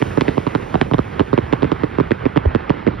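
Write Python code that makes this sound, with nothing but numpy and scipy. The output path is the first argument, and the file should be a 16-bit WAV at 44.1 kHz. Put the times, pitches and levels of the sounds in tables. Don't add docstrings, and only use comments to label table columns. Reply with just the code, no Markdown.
import sys
import numpy as np
from scipy import signal
from scipy.fft import rfft, irfft, next_fast_len
from scipy.io import wavfile
from scipy.ndimage import uniform_filter1d, minimum_filter1d

SR = 44100
rng = np.random.default_rng(int(sys.argv[2]) if len(sys.argv) > 2 else 0)


def materialize(psi):
    bounded = np.clip(np.atleast_2d(psi).T, -1, 1)
    quanta = np.round(bounded * 32767).astype(np.int16)
    wavfile.write(sys.argv[1], SR, quanta)


N = 132300


def amp(db):
    return 10 ** (np.asarray(db) / 20)


def unit_level(x):
    return x / np.sqrt(np.mean(x ** 2) + 1e-20)


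def curve_at(points, hz):
    row_hz, value = np.transpose(points)
    return np.interp(np.log(hz + 1), np.log(row_hz + 1), value)


def add(mix, start_s, sound):
    at = round(start_s * SR)
    sound = sound[max(-at, 0):]
    part = mix[max(at, 0):][:len(sound)]
    part += sound[:len(part)]


# frequency in Hz, level in dB.
RUMBLE_TONE = [(30, -75), (50, -53.5), (90, -47.5), (200, -53), (450, -54), (650, -60), (1000, -60.5),
               (1500, -64.5), (2200, -71.5), (3300, -80.5), (4700, -91.5), (6100, -104), (8000, -120)]
# time in seconds, then bass, middle, treble and top in dB.
RUMBLE_ROLL = [(0.0, -29.5, -34.5, -36.5, -56.5), (0.39, -39, -33, -38, -57), (0.56, -37, -37, -35.5, -60),
               (0.81, -34.5, -34.5, -40, -61), (1.14, -36.5, -38.5, -38, -62.5),
               (1.489, -35, -36, -36, -62), (2.21, -35.5, -39, -35.5, -63.5),
               (2.41, -35.5, -40, -35.5, -68), (2.7, -38.5, -33.5, -33.5, -62),
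               (3.0, -31.5, -39, -37.5, -63.5)]
# time in seconds, level in dB.
TYRE_FADE = [(0.0, -93.5), (0.34, -99), (0.7, -100.5), (0.85, -102), (1.02, -103.5), (1.8, -107.5),
             (2.3, -111), (2.71, -113.5), (3.0, -115)]
# frequency in Hz, boost in dB.
TYRE_TONE = [(3500, -10), (5000, 8), (6300, 8), (7300, 7), (10000, -0.8), (12500, -3.5), (14000, -5.5),
             (15500, -13)]
# frequency in Hz, likeness from 0 to 1.
SIDE_LIKENESS = [(100, 1), (400, 0.8), (1000, 0.88), (2200, 0.98), (5000, 1), (7300, .98), (9000, 0.97),
                 (10500, 0.96), (14500, 0.88), (15500, .9)]


def rumble_and_road():
    frames, hz = N // 256 + 5, np.fft.rfftfreq(1024, 1 / SR)
    t = np.arange(frames) * 256 / SR
    right_re, right_im, other_re, other_im, patches = rng.standard_normal((frames, 513, 5)).T
    patches = uniform_filter1d(patches, size=10, axis=0)
    patch_db = 1.5 * unit_level(uniform_filter1d(patches, size=8, axis=1))
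    swell_db = 1.14 * unit_level(uniform_filter1d(rng.standard_normal(frames), size=6))
    times, *bands = np.transpose(RUMBLE_ROLL)
    roll_db = np.array([np.interp(t, times, band - band.mean()) for band in bands])
    band_hz = (110, 450, 1500, 5300)
    blend = np.array([curve_at(list(zip(band_hz, one_band)), hz) for one_band in np.eye(4)])
    rumble = amp(curve_at(RUMBLE_TONE, hz)[:, None] + blend.T @ roll_db + patch_db + swell_db)
    hiss = amp(curve_at(TYRE_TONE, hz)[:, None] + np.interp(t, *np.transpose(TYRE_FADE)))
    alike = curve_at(SIDE_LIKENESS, hz)[:, None]
    right = right_re + 1j * right_im
    left = alike * right + np.sqrt(1 - alike ** 2) * (other_re + 1j * other_im)
    slices = np.array([left, right]) * np.hypot(rumble, hiss)
    return 6.72 * signal.istft(slices, nperseg=1024, noverlap=768)[1][:, :N]


# frequency in Hz, relative level in dB.
BANG_TONE = [(25, -40.5), (45, -14), (90, -6.5), (130, -4), (300, 2.5), (450, 0), (600, -5.5), (750, -15),
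             (1000, -11.5), (1500, -22), (2200, -30.5), (3300, -36.5), (4700, -49), (6000, -59),
             (7500, -57), (10000, -82.5), (13000, -83.5), (15500, -94)]
# frequency in Hz, share of the boost from 0 to 1.
KNOCK_BAND = [(550, 0), (850, 1), (1250, 1), (1800, 0)]
TREBLE_BAND = [(1250, 0), (1800, 1)]
BOOM_BAND = [(170, 1), (260, 0)]
HOLLOW_BAND = [(550, 0), (750, 1), (950, 0)]
SNAP_BAND = [(2400, 0), (3800, 1)]
BANG_LEAD = 2048
SMEAR_DB, SMEAR_HZ, SMEAR_FADE_MS = -6, 930, 1.66


def bang(db, knock_db=0, treble_db=0, boom_db=0, hollow_db=0, snap_db=0, low_cut_hz=0.75):
    size = 2 * BANG_LEAD
    hz, t = np.fft.rfftfreq(size, 1 / SR), np.arange(size) / SR
    tone = amp(curve_at(BANG_TONE, hz))
    controls = [(knock_db, KNOCK_BAND), (treble_db, TREBLE_BAND), (boom_db, BOOM_BAND),
                (hollow_db, HOLLOW_BAND), (snap_db, SNAP_BAND)]
    boost = amp(sum(boost_db * curve_at(band, hz) for boost_db, band in controls))
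    smear = rng.standard_normal(size) * np.exp(-1000 * t / SMEAR_FADE_MS) * (t > 0)
    share = amp(SMEAR_DB) * np.minimum(hz / SMEAR_HZ, 3)
    rough_path = (1 + share * rfft(smear / np.linalg.norm(smear))) / np.sqrt(1 + share ** 2)
    steep_front = np.exp(-0.5j)
    low_cut = 1 / (1 + (low_cut_hz / (hz + 1)) ** 4)
    pulse = irfft(tone * boost * rough_path * steep_front * low_cut)
    plain_peak = irfft(tone)[0]
    return amp(db + 2) * np.roll(pulse, BANG_LEAD) / plain_peak


def far_pops(per_second=130, quietest_db=-34.5):
    extra_db = 6 * np.minimum(rng.exponential(1, N), 3)
    hits = amp(quietest_db + extra_db) * (rng.random(N) < per_second / SR)
    return signal.oaconvolve(hits, bang(0))[BANG_LEAD:N + BANG_LEAD]


def bank_echoes(shells, level_db=-17.5, fade_s=0.09):
    t, out = np.arange(SR // 4) / SR, 0
    cycle = 2 * np.pi * 3 * np.arange(N) / SR
    for k in range(3):
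        reflections = rng.standard_normal(len(t)) * (rng.random(len(t)) < 1500 / SR)
        trail = reflections * amp(-60 * t / fade_s) * (t > .004)
        turn = np.sqrt(2 / 3) * np.cos(cycle + k * np.pi / 3)
        out = out + signal.oaconvolve(shells * turn, trail / np.linalg.norm(trail))[:N]
    return amp(level_db) * out


# start in seconds, then relative level, knock and treble in dB.
HEAVY_CRACKS = [(2.4512, -2, -4, -22), (2.4561, 4.5, -3.5, -8.5)]
THUMP_START_S, THUMP_HZ, THUMP_DB, THUMP_RISE_S, THUMP_FADE_S = 2.4387, 80, -2.5, .018, .06


def heavy_shell():
    out, t = np.zeros(N), np.arange(0, .2, 1 / SR)
    for start_s, db, knock_db, treble_db in HEAVY_CRACKS:
        add(out, start_s - BANG_LEAD / SR, bang(db, knock_db, treble_db, low_cut_hz=337))
    rise = np.sin(np.pi / 2 * np.minimum(t / THUMP_RISE_S, 1)) ** 2
    fade = amp(-60 * np.maximum(t - THUMP_RISE_S, 0) / THUMP_FADE_S)
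    swing = np.cos(2 * np.pi * THUMP_HZ * (t - THUMP_RISE_S))
    add(out, THUMP_START_S, amp(THUMP_DB) * rise * fade * swing)
    return out


# start in seconds, then relative level, knock and treble in dB;
# the bounce's delay in milliseconds, its level against the straight sound, its knock and treble in dB;
# and last, boom, hollow and snap in dB, which both arrivals share.
SHELL_BURSTS = [(0.0164, 1.5, -14, 0.5, 6.87, 1.5, 3, 4, -1.5, 4, 1.3),
                (0.1736, 2.5, 2, 2, 7.06, 1, 1, -8, 0.3, -2.5, 1.5),
                (0.2094, -1.5, 7, 15.5, 7.6, 5.5, -1.5, 1, -2, -2.5, 4),
                (0.281, 4.5, 0.5, 5, 7.2, -5, -3, 6, -0.6, -5.3, 0.3),
                (0.371, -3, -3, -13, 7.6, 6, 5.5, 2.5, 2.2, 3.5, -2.5),
                (0.4665, 0.5, 5, -1, 7.24, -1.5, 4.5, -2, 2.5, -4, 7),
                (0.5499, 2, 4, 5.5, 7.1, -2.5, 0, 0.5, 3, -1, 5),
                (0.7418, 1, 5, 1.5, 9.2, -28, 0, 13, 5, 2, -2),
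                (0.7461, -8, 2.5, 7, 7.7, 8.5, 7.5, 3, 4.5, 13, 3.5),
                (0.813, 6, 9, 13, 7.6, -7, -9.5, -2.5, 2, 8.5, 3),
                (0.9122, -3, 9, 0.5, 7.5, 0, 2, -4.5, 6.5, -0.3, 0.1),
                (0.9355, 1, 4, 2.5, 7, 4, 3, -2.5, 4, 5, 6.5),
                (0.9822, -3.5, -1.5, 5.5, 7.8, 12, 2.5, -10, -0.9, 0.5, 5),
                (1.195, 2, 7.5, 2, 7.6, -2.5, 0, 1, -2, -2.2, 4.5),
                (1.2051, 9.5, -1, -8.5, 7.4, -12, -7, -5.5, -1.5, 2.2, 1),
                (1.3297, 4, 2, 2, 7.5, 1.5, -12, -5.5, 0.3, -5.5, 1.3),
                (1.3769, 3, 10.5, 6, 8.5, 1.5, -4, 0.5, -3.2, -2, -5),
                (1.526, 4, -10.5, 5.5, 7.14, 0.5, 7, 3.5, 1, 5, 1),
                (1.622, -3, 1, 5, 7.4, 8.5, 1, -1.5, -2.7, -0.3, 1.5),
                (1.6437, 2.5, -5.5, -3.5, 6.8, -4.5, -1.5, -6, 0.7, -5.5, 1),
                (1.7171, 3.5, 2.5, -2, 6.7, -2.5, -1.5, -3, -2.5, -4.7, 6),
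                (1.8339, 3.5, 4, -2, 6.6, -2, -5, -2.5, 0, -9.5, -0.5),
                (1.984, 3, 0, 4, 7.7, -11, 5, 1, 1.7, -2, -6),
                (1.9996, 1.5, 4, 1.5, 7.15, 2, -12.5, -4, 0.1, -5.5, 0.5),
                (2.1078, 4, 2, 3.5, 8.7, 2.5, -11.5, 8, -4.2, -8.5, -4.5),
                (2.2544, 3.5, 0, 3.5, 7.56, 1, -6, -1, -2.9, -1, -6),
                (2.36, 2, 4, -0.5, 6.4, -6, -17.5, -7, -6.8, -1.7, 0),
                (2.367, 7, -11.5, -0.5, 6.67, -0.5, 4.5, 3.5, 0.5, 4.5, 0),
                (2.5483, 5, 3.5, 1, 8.9, -4, -4.5, -2, 2.5, -3, 2.5),
                (2.6955, 2, -10, 5, 7, 5.5, 3, 3.5, 0.1, 4.5, 0),
                (2.8659, 3, -4.5, 2.5, 8.6, 4.5, -25, -1.5, -1.3, -3.5, -2),
                (2.879, -3, -1.5, -3.5, 5.8, 2, 2, -9, 0.5, 1, -1)]


def firework_bursts():
    out = np.zeros(N)
    for row in SHELL_BURSTS:
        start_s, db, knock, treble, delay_ms, bounce_db, bounce_knock, bounce_treble, *shared = row
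        at_s = start_s - BANG_LEAD / SR
        add(out, at_s, bang(db, knock, treble, *shared))
        add(out, at_s + delay_ms / 1000, bang(db + bounce_db, bounce_knock, bounce_treble, *shared))
    return out


def scene():
    shells = firework_bursts() + heavy_shell()
    return shells + bank_echoes(shells) + far_pops() + rumble_and_road()


# frequency in Hz, level in dB.
LEFT_LEVEL = [(45, -.5), (85, -1.3), (150, -4), (215, -8.5), (280, -13), (345, -17), (390, -17),
              (470, -11.5), (540, -9), (700, -7.5), (1000, -7.5), (1410, -7.5), (1720, -4), (2000, 0),
              (6000, 0)]
# frequency in Hz, lead in radians.
LEFT_LEAD = [(0, 0), (215, -.5), (280, -.8), (345, -1.3), (430, -2.5), (540, -3.6), (775, -4.3),
             (1000, -4.4), (1380, -5.4), (1660, -7), (1900, -6.4), (2500, -5.6), (3270, -6.2), (4100, -5.9),
             (4480, -5.6), (4900, -6.1), (5500, -5.7), (6600, -3.6), (7100, -3.14), (8100, -3.14),
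             (9600, 0), (11600, 0), (12500, 3.14), (14700, 3.14), (15400, 6.28)]
LOW_CUT_HZ, HIGH_CUT_HZ, PEAK_LIMIT = 39, 15900, .93


def record(dry):
    size = next_fast_len(N + 8192)
    hz = np.fft.rfftfreq(size, 1 / SR)
    left = amp(curve_at(LEFT_LEVEL, hz)) * np.exp(1j * np.interp(hz, *np.transpose(LEFT_LEAD)))
    openings = np.array([left, np.ones(len(hz))])
    low_cut = 1 / np.sqrt(1 + (LOW_CUT_HZ / (hz + 1)) ** 6)
    delay_s = .0048 * 300 / np.maximum(hz, 38)
    late_bass = np.exp(-2j * np.pi * np.cumsum(delay_s) * hz[1])
    heard = irfft(rfft(dry, size) * openings * low_cut * late_bass, size)[:, :N]
    safe_gain = np.minimum(PEAK_LIMIT / (abs(heard).max(0) + 1e-9), 1)
    limited = heard * uniform_filter1d(minimum_filter1d(safe_gain, size=61), size=61)
    high_cut = signal.firwin(511, HIGH_CUT_HZ, window=("kaiser", 9), fs=SR)
    return signal.oaconvolve(limited, high_cut[None], "same")


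dry = scene()
out = record(dry)
materialize(out)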